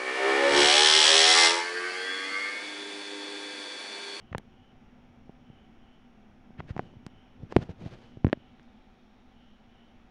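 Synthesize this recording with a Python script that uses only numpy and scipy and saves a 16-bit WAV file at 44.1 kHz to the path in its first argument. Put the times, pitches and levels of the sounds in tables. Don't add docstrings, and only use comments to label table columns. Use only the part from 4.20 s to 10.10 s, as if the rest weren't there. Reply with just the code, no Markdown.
import sys
import numpy as np
from scipy import signal
from scipy.fft import rfft, irfft
from scipy.io import wavfile

SR = 44100
rng = np.random.default_rng(int(sys.argv[2]) if len(sys.argv) > 2 else 0)


def master(y):
    cut = np.clip(np.atleast_2d(y).T, -1, 1)
    pcm = np.round(cut * 32767)
    wavfile.write(sys.argv[1], SR, pcm.astype(np.int16))


N = 260190
TIME = np.arange(N) / SR
THUD_PER_PANEL = 0.47


def knocks():
    # (time [s], panel pitch [Hz], panel level [dB], thud level [dB],
    # clack pitch [Hz], clack level [dB], tick level [dB])
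    hits = [(0.1281, 573, -44, -54, 1370, -45.5, -91), (0.1297, 260, -70, -44.5, 2000, -49.5, -71),
            (0.1488, 423, -32.5, -40, 1220, -33, -83), (0.182, 387, -47.5, -41, 3100, -43, -47.5),
            (2.4041, 317, -52, -36.5, 1350, -42, -93), (2.5651, 345, -40.5, -34.5, 910, -42, -69),
            (2.5787, 400, -63, -56, 1200, -46, -67), (2.5936, 356, -32, -31, 930, -31, -66),
            (2.8654, 343, -80, -38.5, 1400, -50.5, -56.5), (3.3241, 416, -37.5, -47, 1510, -46.5, -62),
            (3.3655, 344, -16, -11.5, 1800, -29, -48.5), (4.0465, 228, -20, -15, 1090, -36, -65),
            (4.068, 209, -25.5, -25, 1750, -44, -72), (4.081, 300, -56, -34.5, 2530, -60, -68.5),
            (4.0887, 400, -64, -45, 1700, -54, -86), (4.0981, 480, -70, -45, 1820, -57, -73),
            (4.1293, 287, -20.5, -52, 1970, -30.5, -57), (4.3966, 402, -77, -54.5, 2010, -61, -83),
            (4.4306, 400, -80, -77, 3000, -76, -77)]
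    out = np.zeros(N)
    for s, *strike in hits:
        add(out, s, contact(*strike))
    return out


def bumps():
    # (time [s], thud pitch [Hz], thud level [dB])
    landings = [(0.1165, 90, -38), (0.152, 101, -33), (0.197, 200, -54), (1.0945, 177, -43.5),
                (1.3005, 117, -44.5), (2.3056, 164, -50), (2.506, 98, -30), (2.7382, 200, -56),
                (2.7677, 109, -45), (3.2331, 106, -35), (3.3624, 144, -15.5), (3.3875, 125, -29.5),
                (3.4928, 165, -38), (3.6619, 114, -33), (3.9718, 138, -40.5), (4.1734, 133, -46.5)]
    out = np.zeros(N)
    for s, hz, db in landings:
        ring_db = db + 24 * np.log2(hz / 140)
        add(out, s, contact(panel_hz=hz / THUD_PER_PANEL, panel_db=ring_db - 15, thud_db=db,
                            clack_hz=1000, clack_db=ring_db - 29.5, tick_db=db - 46))
    return out


def contact(panel_hz, panel_db, thud_db, clack_hz, clack_db, tick_db, size=4096):
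    age = np.arange(size) / SR
    chatter = .045 * rng.standard_normal(size) * np.exp(-age / 0.0021)
    push = signal.unit_impulse(size) + chatter
    thud_hz = THUD_PER_PANEL * panel_hz
    thud = cut(resonate(push, thud_hz, 0.85 * thud_hz), 1.87 * thud_hz, "low", order=2)
    thud = cut(thud, 0.28 * thud_hz, "high", order=1)
    hardness = undb(1.1 * min(clack_db - panel_db + 3.0, 0))
    first_mode = resonate(push, panel_hz, .5 * panel_hz)
    second_mode = resonate(push, 2.01 * panel_hz, 0.43 * panel_hz)
    panel = cut(first_mode + hardness * second_mode, 2.34 * panel_hz, "low", order=4)
    clack = shell(push, clack_hz)
    tick = cut(resonate(push, 4940, 1700), 3800, "high", order=2)
    tick = cut(tick, 6494 + 200 * max(tick_db + 70, 0), "low", order=6)
    snap = undb(-26 + .2 * (tick_db + 52)) * cut(push, 6800, "high", order=2)
    return (hit_level(thud, thud_db) + hit_level(panel, panel_db)
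            + hit_level(clack, clack_db) + hit_level(tick + snap, tick_db))


def shell(push, pitch_hz):
    # (pitch [Hz], width [Hz], relative level [dB])
    modes = [(782, 200, 29), (1038, 200, 17.5), (1360, 390, 5.5), (1660, 310, 2.5), (2140, 240, -19),
             (3120, 390, -20.5), (3960, 710, -17)]
    ring = sum(undb(db - 24 * abs(np.log2(hz / pitch_hz))) * resonate(push, hz, width)
               for hz, width, db in modes)
    ring = cut(ring, 1000 + 1.3 * pitch_hz, "low", order=4)
    return cut(ring, .58 * pitch_hz, "high", order=3)


def slides():
    # (peak time [s], rise [s], fall [s], friction level [dB], rumble level [dB])
    strokes = [(2.403, .012, 0.0038, -56, -39), (2.45, 0.019, 0.026, -70, -52.5),
               (2.506, 0.018, .008, -51, -59), (2.58, 0.023, 0.098, -60.5, -51),
               (3.228, 0.031, 0.03, -69, -47.5), (3.319, 0.012, 0.0081, -50, -55),
               (3.395, 0.037, 0.049, -53.5, -45), (3.424, 0.0093, .01, -45.5, -32.5),
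               (3.501, .007, .015, -52.5, -36.5), (3.625, .02, 0.029, -52, -40.5),
               (3.665, 0.013, 0.02, -49.5, -47), (3.734, 0.021, 0.014, -50.5, -45.5),
               (3.84, 0.16, 0.071, -59, -76)]
    # (frequency [Hz], relative level [dB])
    friction_eq = [(150, -4), (350, 3.5), (650, -1), (1100, -10.5), (2800, -13), (4500, -18.5),
                   (6500, -26.5), (7800, -35.5), (11500, -42.5), (13500, -62), (15500, -63)]
    # (time [s], level [dB])
    grip = [(0, -61.5), (.6, -64), (1.4, -61.5), (1.9, -73), (2.5, -57), (3.1, -63.5), (4.1, -59),
            (4.6, -76), (5.9, -73)]
    friction_power, scrape_power, rumble_power = 0, 0, fader(grip) ** 2
    for s, rise, fall, friction_db, rumble_db in strokes:
        swell = np.exp(-((TIME - s) / np.where(TIME < s, rise, fall)) ** 2)
        scrape_db = friction_db - 12.5 - 12 * np.log2(fall / 0.012)
        friction_power += swell * undb(friction_db) ** 2
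        scrape_power += swell * undb(scrape_db) ** 2
        rumble_power += swell * undb(rumble_db) ** 2
    friction = np.sqrt(friction_power) * colour(slips(), friction_eq)
    scrape = np.sqrt(scrape_power) * unit(shell(slips(), pitch_hz=1930))
    rumble = np.sqrt(rumble_power) * band(hz=115, width=170)
    return friction + scrape + rumble


def slips():
    return rng.standard_normal(N) * undb(2 * rng.exponential(size=N) + 1.2 * drift(rate_hz=150))


def room():
    # (frequency [Hz], relative level [dB])
    air_eq = [(20, 7), (50, -0.5), (110, -6.5), (180, -10), (240, -10), (320, -10), (560, -14.5),
              (780, -13.5), (1100, -19.5), (1400, -20.5), (2500, -22.5), (3400, -26), (4600, -51.5),
              (8000, -61)]
    # (pitch [Hz], width [Hz], level [dB])
    resonances = [(211.8, 25, -65), (240.7, 16.2, -64.5), (767, 35, -74), (1340, 480, -77.5)]
    air = colour(rng.standard_normal(N), air_eq) * undb(-58 + 0.6 * drift(rate_hz=3.5))
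    return air + sum(undb(db) * band(hz, width) for hz, width, db in resonances)


def hum():
    # (pitch [Hz], level [dB])
    tones = [(253, -68), (301, -79.5), (362, -80), (547, -86.5), (684, -80), (759, -87), (862, -81),
             (2268, -86.5)]
    out = np.zeros(N)
    for hz, db in tones:
        phase = 2 * np.pi * np.cumsum(hz + 1.29 * drift(rate_hz=2.84)) / SR
        out += undb(db + 2.7 * drift(rate_hz=2.0)) * np.sqrt(2) * np.sin(phase)
    return out


def far_hiss():
    # (time [s], level [dB])
    levels = [(0, -88.5), (2, -93.5), (4.4, -78.5), (4.9, -79), (5.9, -82.5)]
    return fader(levels) * band(hz=3590, width=1100)


def paired_hiss():
    pairs = [.06, 1.36, 2.65, 3.87, 5.26]
    gap_s, half_length_s = 0.36, 0.14
    swells = sum(np.exp(-(np.abs(TIME - s - lag) / half_length_s) ** 3)
                 for s in pairs for lag in (0, gap_s))
    return undb(-72) * swells * band(hz=2990, width=330)


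def electronics():
    # (harmonic [number], level [dB])
    harmonics = [(54, -96), (55, -92.5), (56, -95.5), (57, -97), (58, -100), (60, -100)]
    # (frequency [Hz], relative level [dB])
    hiss_eq = [(2000, -4.5), (4000, -1.5), (5000, -2.5), (5900, -5), (6700, -5.5), (7800, -18),
               (10000, -14.5), (12500, -23), (15500, -17)]
    buzz_hz = 99.935
    phase = 2 * np.pi * buzz_hz * TIME
    whine = sum(undb(db + 1.9 * drift(rate_hz=3.3)) * np.sqrt(2) * np.cos(k * phase)
                for k, db in harmonics)
    return whine + undb(-82) * colour(rng.standard_normal(N), hiss_eq)


def undb(db):
    return 10 ** (np.asarray(db) / 20)


def unit(x):
    return x / np.sqrt(np.mean(x ** 2))


def fader(points):
    return undb(np.interp(TIME, *np.transpose(points)))


def resonate(x, hz, width):
    return signal.lfilter(*signal.iirpeak(hz, hz / width, fs=SR), x)


def cut(x, hz, kind, order):
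    return signal.sosfilt(signal.butter(order, min(hz, SR / 2 - 1), kind, fs=SR, output="sos"), x)


def colour(x, points):
    hz, db = np.transpose(points)
    bins = np.maximum(np.fft.rfftfreq(N, 1 / SR), 1)
    gain = undb(np.interp(np.log(bins), np.log(hz), db))
    return unit(irfft(rfft(x) * gain, N))


def band(hz, width):
    return unit(resonate(resonate(rng.standard_normal(N), hz, width), hz, width))


def drift(rate_hz):
    rolloff = 1 + (np.fft.rfftfreq(N, 1 / SR) / rate_hz) ** 4
    return unit(irfft(rfft(rng.standard_normal(N)) / rolloff, N))


def hit_level(x, db):
    return x * undb(db) / np.sqrt(np.sum(x ** 2) / (SR / 100))


def add(out, s, sound):
    start = int((s - 0.00034) * SR)
    out[start:start + len(sound)] += sound[:N - start]


def scene():
    handling = knocks() + bumps() + slides()
    background = room() + hum() + far_hiss() + paired_hiss() + electronics()
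    return (handling + background)[None]


def record(dry):
    ceiling, top_hz = 1.1, 15700
    rounded = np.tanh(dry / ceiling) * ceiling
    return signal.sosfilt(signal.ellip(8, .2, 70, top_hz, fs=SR, output="sos"), rounded)


dry = scene()
out = record(dry)
master(out)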